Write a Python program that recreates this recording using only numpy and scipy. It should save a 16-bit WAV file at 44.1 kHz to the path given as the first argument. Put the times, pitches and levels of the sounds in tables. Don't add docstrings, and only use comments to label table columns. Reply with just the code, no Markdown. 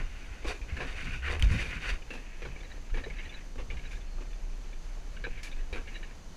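import sys
import numpy as np
from scipy import signal
from scipy.fft import rfft, irfft
from scipy.io import wavfile
from scipy.ndimage import uniform_filter1d

SR = 44100
rng = np.random.default_rng(int(sys.argv[2]) if len(sys.argv) > 2 else 0)


def transcribe(u):
    v = np.clip(np.atleast_2d(u).T, -1, 1)
    q = np.round(v * 32767).astype(np.int16)
    wavfile.write(sys.argv[1], SR, q)


def gain_from_db(level_db):
    decades = np.asarray(level_db, float) / 20
    return 10 ** decades


N = 280476
T = np.arange(N) / SR

# time_s, pitch_hz, hum_db
FRAME_MODE = [(0.0, 30.4, -43), (0.3, 29.8, -43), (0.6, 26.63, -48), (1.05, 23.6, -39), (1.4, 30.47, -71),
              (1.8, 36.14, -41), (2.0, 29.22, -44.5), (2.4, 27.02, -39.5), (3.2, 27.4, -44.5),
              (3.5, 24.74, -42), (3.9, 29.97, -38.5), (4.45, 30.6, -36.5), (4.75, 29.45, -41),
              (5.0, 27.3, -36.5), (5.5, 26.06, -38.5), (5.9, 25.4, -39), (6.36, 25.5, -46)]
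# start_s, hold_s, hum_db
SURGES = [
    (0.0, 0.036, -34),
    (1.14, 0.011, -35),
    (1.31, .01, -40),
    (1.424, 0.053, -27),
    (1.918, 0.0081, -30.5),
    (2.926, 0.01, -25.5),
    (3.171, 0.0072, -32.5),
    (5.314, .01, -32),
    (5.601, 0.012, -23.5),
]
# start_s, hold_s, jolt_db, buzz_db
BUMPS = [(0.0, 0.08, -37.5, -48.5), (0.298, 0.027, -40.5, -49), (0.47, .01, -35, -62),
         (0.752, 0.027, -37, -41), (0.88, 0.16, -39.5, -55), (1.057, 0.059, -45, -37),
         (1.31, .02, -34.5, -42.5), (1.414, 0.032, -35, -42), (1.517, 0.0064, -27.5, -31),
         (1.62, 0.021, -31, -43), (1.735, 0.027, -54, -40), (1.916, 0.0081, -35, -62),
         (2.473, .01, -37, -48), (2.946, 0.15, -41, -48), (3.602, 0.022, -38, -59),
         (3.696, 0.065, -35.5, -45.5), (3.86, 0.33, -45, -74), (4.173, 0.018, -59, -58),
         (5.194, 0.13, -49, -49), (5.57, 0.045, -47, -62), (5.72, 0.03, -34.5, -58),
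         (5.868, 0.065, -50, -66), (6.242, 0.13, -62, -58)]
# freq_hz, density_db
JOLT_SPECTRUM = [(24, -42), (40, 10), (65, -2), (130, -17), (170, -18), (290, -120)]
# freq_hz, density_db
BUZZ_SPECTRUM = [(65, -44), (110, -0.5), (124, -3), (156, -6.5), (248, -15.5), (280, -14.5), (360, -50),
                 (620, -120)]
# time_s, peak_db, pitch_hz, t60_s
PUSHES = [(0.31, -41, 45.8, 0.1), (0.612, -34, 44.2, 0.26), (0.722, -27.5, 64, 0.13),
          (1.431, -13, 62, 0.037), (1.445, -21, 36, 0.1), (1.4645, -14, 42.6, 0.12),
          (1.51, -14, 85.9, 0.058), (1.534, -38, 45.5, 0.096), (1.914, -29, 45.9, 0.097),
          (2.44, -31, 45.9, 0.056), (2.921, -29, 45.4, 0.044), (3.719, -44, 58.1, 0.05),
          (5.593, -42, 45.8, 0.12)]
# time_s, peak_db, pitch_hz, t60_s
PULLS = [
    (1.4, -23.5, 26, 0.15),
    (1.424, -16, 70, 0.064),
]
# start_s, hold_s, wall_db, box_rel_db, fizz_rel_db
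SCRAPE_STROKES = [(0.0, 0.012, -46, -5.5, -11), (0.03, 0.4, -54.5, -30, -10), (0.48, 0.027, -41.5, 2, -3),
                  (0.69, 0.24, -52, -11, -11), (0.8, 0.023, -44.5, 2, -12),
                  (0.87, 0.048, -46.5, -8.5, -7.5), (0.972, 0.19, -43, -17.5, -10),
                  (1.249, 0.034, -36.5, -22, -18.5), (1.31, 0.03, -38.5, -2.5, -10.5),
                  (1.433, 0.01, -40.5, -13, -7), (1.507, 0.05, -41.5, -9.5, -7.5),
                  (1.596, 0.014, -34.5, -30, -10), (1.655, 0.047, -49, -13, -5.5),
                  (1.721, 0.043, -41, -18, -11.5), (1.824, 0.037, -39, -14, -11),
                  (1.89, 0.0079, -34.5, -14.5, -7), (1.931, 0.01, -46, -8, -18)]
# time_s, ring_hz
GRIP = [
    (0.7, 2140),
    (0.79, 1780),
    (1.176, 2350),
    (1.246, 1890),
    (1.344, 1940),
    (1.424, 2563),
    (1.538, 1860),
    (1.66, 2280),
    (1.95, 2116),
]
# freq_hz, density_db
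WALL_SPECTRUM = [(530, -18.5), (900, -12.5), (1290, -3), (1490, 5.5), (2220, -11), (2440, 1.5), (2850, 2),
                 (3190, -8), (3680, -21), (4010, -37), (4500, -43), (5850, -69), (9900, -120)]
# freq_hz, density_db
BOX_SPECTRUM = [(110, -60), (180, -41), (296, 2.5), (382, 4.5), (665, 1.5), (735, 5), (867, -10), (1010, 2),
                (1300, -9.5), (1690, -79), (2860, -120)]
# freq_hz, density_db
FIZZ_SPECTRUM = [(2060, -5), (3500, -3), (3700, 4), (3950, -9), (4580, -0.5), (5230, -12), (5910, -6.5),
                 (7100, -13.5), (9750, -18), (15000, -39)]
# ring_hz, width_hz, level_db
BRACKET_MODES = [(1677, 31, -14.5), (1864, 320, -9), (2300, 760, -1), (2560, 35, -14), (2950, 40, -39)]
# ring_hz, width_hz, level_db
BOX_MODES = [(262, 31, -3), (366, 116, -2), (471.4, 115, 2.5), (708, 19, -19), (1110, 51, -10.5)]
# freq_hz, density_db
HISS_SPECTRUM = [(35, -15), (60, -9.5), (139, -3), (226, -4), (271, -5.5), (316, -6), (577, -9.5),
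                 (2240, -18.5), (2840, -24), (3300, -32.5), (4290, -42), (7260, -120)]
# freq_hz, density_db
AIR_SPECTRUM = [(1760, -50), (3000, 0.5), (3300, -4.5), (3550, -1), (3930, -2.5), (4260, 1), (4680, 0.5),
                (5540, -3), (6010, 4), (6300, 2.5), (8530, -11), (10700, -12.5), (12000, -18),
                (14100, -18.5), (15000, -28)]
# pitch_hz, level_db
WHINE = [(10070, -97), (12048, -101), (14026, -102), (14087, -101)]
# time_s, peak_db, fizz_db, box_db, chatter_s
HARD_KNOCKS = [(0.445, -33, -3, 3.5, 0.017), (0.478, -33.5, -2, -21, 0.085), (0.613, -40, -9, -14, 0.032),
               (1.512, -34.5, 5.5, -9, 0.063), (1.59, -30.5, -4, -7, 0.16), (2.135, -35.5, 1, -1.5, 0.021),
               (2.419, -35, -12, -1.5, 0.019), (3.5566, -45.5, 3, 6.5, 0.017),
               (3.914, -41.5, 6, -15, 0.035), (5.431, -34.5, 8.5, -13.5, 0.032),
               (5.7267, -31, -2, -2.5, 0.033), (5.752, -40, -4, -18, 0.024)]
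# time_s, peak_db, ring_hz, box_db, chatter_s
DULL_KNOCKS = [(0.69, -42.5, 2170, -15, 0.1), (0.766, -32, 1750, -14, 0.027), (0.805, -30, 1800, -5, 0.056),
               (1.261, -26.5, 1400, -16, 0.048), (1.303, -39.5, 1490, 4.5, 0.061),
               (1.89, -29, 2030, -17, 0.022), (2.104, -32, 2643, -5, 0.085),
               (2.451, -33, 1630, -0.5, 0.023), (2.94, -31.5, 1810, -5, 0.065),
               (2.972, -36, 1900, 0, 0.034), (2.984, -43, 1880, -23, 0.015), (3.581, -39, 2696, 2, 0.038),
               (3.712, -40, 2380, 1.5, 0.056), (4.182, -49, 1600, 8, 0.011),
               (4.2075, -44.5, 1700, 4.5, 0.021), (5.757, -31, 1609, -5, 0.044),
               (5.779, -51, 1558, -17, 0.021)]
# time_s, peak_db, ring_hz, t60_s
SNAPS = [
    (1.3961, -23, 2350, 0.0064),
    (1.3997, -27.5, 2740, 0.0092),
    (1.4027, -36, 2250, 0.0098),
    (1.4242, -14, 3010, 0.012),
]
# time_s, level_db
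TAIL_LEVEL = [(2.0, -56), (2.11, -46), (2.51, -43.5), (2.73, -50), (2.95, -51), (3.14, -43.5),
              (3.2, -42.5), (3.38, -43.5), (3.65, -71), (3.81, -47), (4.04, -51), (4.42, -53.5),
              (5.08, -54.5), (5.21, -48), (5.38, -42), (5.78, -54.5), (5.92, -44.5), (6.12, -49),
              (6.36, -74)]
# time_s, peak_db, ring_hz, side_db, upper_db
LOOSE = [(2.0183, -43, 2400, -5, -22), (2.7008, -47, 1880, -23, -16), (2.8739, -58, 2206, -11, -17),
         (2.8988, -45, 1457, -12, -16), (3.0989, -37.5, 2140, -19, -23),
         (3.1053, -37.5, 2260, -22, -25), (3.1652, -43, 1790, -16, -14),
         (3.1837, -36, 2230, -10, -17), (3.1946, -34.5, 2120, -12, -27),
         (3.2395, -43, 1862, -13, -19), (3.252, -39, 1910, -9, -14), (3.2714, -42, 2366, -10, -22),
         (3.2914, -43.5, 2440, -5, -4.5), (3.3223, -40, 2230, -10, -14),
         (3.3394, -41.5, 1680, -12, -3.5), (3.3644, -48, 1670, -15, -15),
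         (3.4082, -47, 1965, -15, -20), (3.701, -32.5, 2300, -11, -32), (3.7688, -38, 2165, -11, -23),
         (3.7904, -40.5, 2254, -9, -22), (3.8372, -42.5, 2220, -10, -23),
         (3.8514, -38.5, 1700, -12, -11.5), (3.8694, -44, 2460, -15, -20),
         (3.909, -43, 2290, -15, -13), (3.9284, -39.5, 1660, -19, -17), (3.9544, -53, 2246, -14, -11),
         (3.9694, -44, 1680, -18, -20), (4.0074, -51, 2310, -7, -5), (4.3296, -44.5, 2414, -16, -10),
         (4.7292, -43, 2347, -20, -14),
         (5.1656, -39.5, 1576, -8, -24), (5.373, -39.5, 2232, -18, -20), (5.3909, -41, 2180, -11, -19),
              (5.454, -39, 2520, -12, -14), (5.4699, -36.5, 2330, -15, -19), (5.515, -46, 2190, -12, -9),
              (5.5261, -36.5, 2400, -16, -21), (5.5636, -49, 2430, -14, -13), (5.5901, -48, 1920, -16, -20),
              (5.6057, -47.5, 1800, -12, -14), (5.8573, -50, 2250, -14, -24),
              (5.8726, -38.5, 2230, -7, -24), (5.885, -40, 2160, -13, -23), (5.9415, -41.5, 2074, -4, -6),
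              (5.9547, -36.5, 1790, -7.5, -9), (5.965, -41, 2270, -12, -14), (6.0286, -37, 1840, -9, -20),
              (6.0446, -42, 2180, -16, -17)]
# time_s, peak_db, ring_hz, upper_db, box_db
SEATED = [(2.558, -37, 2280, -30, 0.5), (2.603, -44, 2300, -7, 6.5), (2.6323, -39, 2130, -16, -5),
          (2.6498, -48, 1860, -13, 4), (2.7126, -40.5, 1890, -9.5, -13), (2.777, -49, 1770, -21, 8),
          (3.037, -32.5, 1810, -13.5, -2), (3.0606, -41.5, 2170, -24, 15.5), (5.2394, -28, 1650, -14.5, -2),
          (5.2482, -29, 1670, -20, -7), (5.2662, -33.5, 2370, -27, 7), (6.1089, -46, 1717, -26, -3)]
# time_s, peak_db, ring_hz
TINKS = [
    (2.6444, -51, 3980),
    (3.3697, -54, 3530),
    (3.9344, -51, 3550),
    (3.9541, -50, 3700),
    (5.2707, -56, 3960),
    (5.4552, -49, 3840),
    (5.5139, -47, 3664),
    (5.7319, -38.5, 3880),
]
# start_s, hold_s, level_db
SQUEAKS = [
    (4.086, 0.0954, -69),
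    (4.299, .015, -70),
]


def evened(x):
    return x / np.sqrt(np.mean(x ** 2) + 1e-20)


def peaked(x):
    return x / abs(x).max()


def curves(rows):
    s, *columns = np.transpose(rows)
    return [np.interp(T, s, c) for c in columns]


def swells(start_s, hold_s, db, rise_db_per_s, fall_db_per_s):
    t = T[::32, None]
    early_s = np.maximum(start_s - t, 0)
    late_s = np.maximum(t - start_s - hold_s, 0)
    level_db = db - rise_db_per_s * early_s - fall_db_per_s * late_s
    return np.interp(T, t[:, 0], np.sqrt((gain_from_db(level_db) ** 2).sum(1)))


def wander(seconds):
    size = max(int(seconds * SR), 1)
    once = uniform_filter1d(rng.standard_normal(N), size)
    return evened(uniform_filter1d(once, size))


def tone(hz):
    return np.sqrt(2) * np.sin(2 * np.pi * np.cumsum(hz) / SR)


def grit(count, per_s, spread_db, smooth):
    size = gain_from_db(spread_db * np.minimum(rng.exponential(1, count), 5))
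    hits = size * (rng.random(count) < per_s / SR)
    return evened(hits * rng.choice([-1., 1.], count)) + smooth * rng.standard_normal(count)


def colour(x, points):
    f, level_db = np.transpose(points)
    hz = np.fft.rfftfreq(N, 1 / SR)
    gain = gain_from_db(np.interp(np.log(hz + 1), np.log(f + 1), level_db))
    return evened(irfft(rfft(x) * gain, N))


def band(x, low_hz, high_hz):
    return signal.sosfilt(signal.butter(3, [low_hz, high_hz], "band", fs=SR, output="sos"), x)


def resonate(x, hz, width_hz):
    turn = np.exp(2j * np.pi * np.cumsum(hz * np.ones(len(x))) / SR)
    r = np.exp(-np.pi * width_hz / SR)
    return 2 * (turn * signal.lfilter([1 - r], [1, -r], x / turn)).real


def steep(x, hz, width_hz):
    r = np.exp(-np.pi * width_hz / SR)
    pole = r * np.exp(2j * np.pi * hz / SR)
    return 2 * signal.lfilter([(1 - r) ** 2], np.poly([pole, pole]), x).real


def rings(x, modes, spread_db=0):
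    luck = gain_from_db(spread_db * rng.standard_normal(len(modes)))
    return sum(g * gain_from_db(db) * steep(x, hz, 1.25 * width_hz) * np.sqrt(100 / width_hz)
               for g, (hz, width_hz, db) in zip(luck, modes))


def add(mix, s, sound):
    part = mix[max(round(s * SR), 0):][:len(sound)]
    part += sound[:len(part)]


def stroke(ring_hz, length_s, ring_gain, tail, spread_db):
    t = np.arange(SR // 8) / SR
    shape = np.exp(-(t / length_s) ** 2) + tail * np.exp(-t / .03)
    bounces = grit(count=len(t), per_s=2200, spread_db=spread_db, smooth=1.0)
    drive = bounces * shape * np.minimum(t / 0.00031, 1)
    drive[30] = 9 * np.sign(drive[30])
    dull = band(drive, 1030, 3780)
    modes = rings(dull, BRACKET_MODES, spread_db=3)
    mate_hz = 1750 if ring_hz > 2000 else 2276
    pair = steep(dull, ring_hz, 260) + 0.36 * steep(dull, mate_hz, 245)
    return drive, peaked(ring_gain * pair + modes + 0.19 * dull)


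def frame():
    hz, hum_db = curves(FRAME_MODE)
    surge = swells(*np.transpose(SURGES), rise_db_per_s=340, fall_db_per_s=250)
    load = np.hypot(gain_from_db(hum_db), surge)
    start_s, hold_s, jolt_db, buzz_db = np.transpose(BUMPS)
    calm_jolt_db, calm_buzz_db = -46.5, -59.5
    rise, fall = 220, 133
    jolt = np.hypot(gain_from_db(calm_jolt_db), swells(start_s, hold_s, jolt_db, rise, fall))
    buzz = np.hypot(gain_from_db(calm_buzz_db), swells(start_s, hold_s, buzz_db, rise, fall))

    out = tone(hz * (1 + .13 * wander(.03))) * load * gain_from_db(-1 + 3 * wander(.03))
    shake = rng.standard_normal(N)
    sway = evened(steep(shake, 15.1, 13.3))
    out += sway * (load * gain_from_db(-12) + jolt * gain_from_db(-5.5))
    mount = evened(steep(shake, 72.3, 32))
    out += (colour(shake, JOLT_SPECTRUM) + 0.26 * mount) * jolt * gain_from_db(-4.5 + 2.0 * wander(0.038))
    out += colour(rng.standard_normal(N), BUZZ_SPECTRUM) * buzz * gain_from_db(-5.5 + 3.3 * wander(0.033))

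    t = np.arange(SR // 2) / SR
    onset = 1 - np.exp(-t / 0.0056)
    for way, blows in [(1, PUSHES), (-1, PULLS)]:
        for s, db, pitch_hz, t60_s in blows:
            decay = gain_from_db(db + 6.5 - 60 * t / t60_s)
            add(out, s, way * decay * np.sin(2 * np.pi * pitch_hz * t) * onset)
    return out


def scrape():
    start_s, hold_s, level_db, box_db, fizz_db = np.transpose(SCRAPE_STROKES)
    on_wall, on_box, on_fizz = (swells(start_s, hold_s, level_db + db, rise_db_per_s=430, fall_db_per_s=320)
                                for db in (0, box_db, fizz_db))
    slip, fine = (grit(count=N, per_s=3000, spread_db=3.5, smooth=1.0) * gain_from_db(1.43 * wander(0.0081))
                  for _ in range(2))
    grip_hz = curves(GRIP)[0] + 100 * wander(0.034)
    grip_ring = resonate(resonate(slip, grip_hz, 420), grip_hz, 420)
    modes = .45 * evened(rings(slip, BRACKET_MODES)) + .45 * evened(grip_ring)
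    wall = evened(colour(slip, WALL_SPECTRUM) + modes)
    box = evened(colour(slip, BOX_SPECTRUM) + 0.38 * evened(rings(slip, BOX_MODES)))
    return on_wall * wall + on_box * box + on_fizz * colour(fine, FIZZ_SPECTRUM)


def hiss():
    hiss_db, air_db = -55, -62
    noise = rng.standard_normal(N)
    swell_db = .6 * wander(.06)
    out = gain_from_db(hiss_db + swell_db) * colour(noise, HISS_SPECTRUM)
    out += gain_from_db(air_db + swell_db) * colour(noise, AIR_SPECTRUM)
    return out + sum(np.sqrt(2) * gain_from_db(db) * np.sin(2 * np.pi * hz * T) for hz, db in WHINE)


def knocks():
    out = np.zeros(N)
    hard_ring_hz, dull_fizz_db = 2394, -9
    rows = [(s, db, hard_ring_hz, *rest) for s, db, *rest in HARD_KNOCKS]
    rows += [(s, db, ring_hz, dull_fizz_db, *rest) for s, db, ring_hz, *rest in DULL_KNOCKS]
    for s, db, ring_hz, fizz_db, box_db, chatter_s in rows:
        ring_gain = .9 * gain_from_db(-max(box_db + 6, 0))
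        drive, ring = stroke(ring_hz, chatter_s, ring_gain, tail=.35, spread_db=4)
        box = rings(drive, BOX_MODES, spread_db=3) + .35 * band(drive, 300, 1300)
        t = np.arange(len(drive)) / SR
        puff = rng.standard_normal(len(t)) * np.exp(-t / chatter_s)
        fizz = band(puff, 3300, 7100) + 0.54 * band(puff, 7040, 10400) + 0.16 * band(puff, 9900, 13900)
        knock = ring + gain_from_db(box_db) * peaked(box) + gain_from_db(fizz_db - 11.5) * peaked(fizz)
        add(out, s, gain_from_db(db - 0.95) * knock)
    return out


def judder():
    start_s, length_s, top_hz, level_db = 1.12, 0.57, 83.5, -38
    arch = np.sin(np.pi * np.clip((T - start_s) / length_s, 0, 1))
    wobble = tone(top_hz * (.55 + 0.383 * arch) * (1 + 0.066 * wander(0.028)))
    return gain_from_db(level_db + 2.0 * wander(0.037)) * arch ** 0.22 * wobble


def snaps():
    out, t = np.zeros(N), np.arange(SR // 20) / SR
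    partials = [(1.015, 0.95), (0.78, 0.73), (0.96, 0.37), (2.08, .12)]
    for s, db, ring_hz, t60_s in SNAPS:
        crack = band(rng.standard_normal(len(t)) * np.exp(-t / .001), 1000, 9500)
        tones = sum(g * np.sin(2 * np.pi * k * ring_hz * t) for k, g in partials)
        ring = 1.14 * tones * gain_from_db(-60 * t / t60_s) * (1 - np.exp(-t / 0.0003))
        add(out, s, gain_from_db(db - 4.5) * (ring + 0.41 * peaked(crack)))
    return out


def tails():
    level_db, = curves(TAIL_LEVEL)
    body = evened(rings(grit(count=N, per_s=1700, spread_db=-1.0, smooth=0.7), BRACKET_MODES))
    fade_in = np.clip((T - TAIL_LEVEL[0][0]) / 0.061, 0, 1)
    return gain_from_db(level_db - 12.5 + 2.0 * wander(0.01)) * body * fade_in


def pawls():
    out = np.zeros(N)
    loose_box_db, seated_side_db = -8.5, -20.5
    rows = [(*row, loose_box_db) for row in LOOSE]
    rows += [(s, db, ring_hz, seated_side_db, *rest) for s, db, ring_hz, *rest in SEATED]
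    for s, db, ring_hz, side_db, upper_db, box_db in rows:
        drive, ring = stroke(ring_hz, length_s=.012, ring_gain=2.0, tail=.16, spread_db=2.5)
        upper_hz = 3520 if ring_hz > 2285 else 3905
        upper_hz += 20 * rng.standard_normal()
        upper = gain_from_db(upper_db + 2.5) * peaked(steep(band(drive, 3600, 8960), upper_hz, 180))
        side = gain_from_db(side_db + 2.0) * peaked(steep(drive, 2820, 200))
        box = rings(drive, BOX_MODES[1:3]) + 0.12 * band(drive, 360, 1054)
        add(out, s, gain_from_db(db - 2.0) * (ring + side + upper + gain_from_db(box_db - 6.0) * peaked(box)))
    return out


def tinks():
    out, t = np.zeros(N), np.arange(SR // 20) / SR
    for s, db, ring_hz in TINKS:
        rattle = rng.standard_normal(len(t)) * np.exp(-t / 0.0064)
        add(out, s, gain_from_db(db - 1.0) * peaked(steep(rattle, ring_hz, 200)))
    return out


def squeaks():
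    gain = swells(*np.transpose(SQUEAKS), rise_db_per_s=250, fall_db_per_s=770)
    return tone(4280 + 25 * wander(0.0337)) * gain


def scene():
    handled = frame() + scrape() + judder() + snaps()
    rails = hiss() + knocks() + tails() + pawls() + tinks() + squeaks()
    return (handled + rails)[None]


def low_pass(x):
    return signal.sosfilt(signal.butter(12, 15180, fs=SR, output="sos"), x)


def record(dry):
    return low_pass(dry)


dry = scene()
out = record(dry)
transcribe(out)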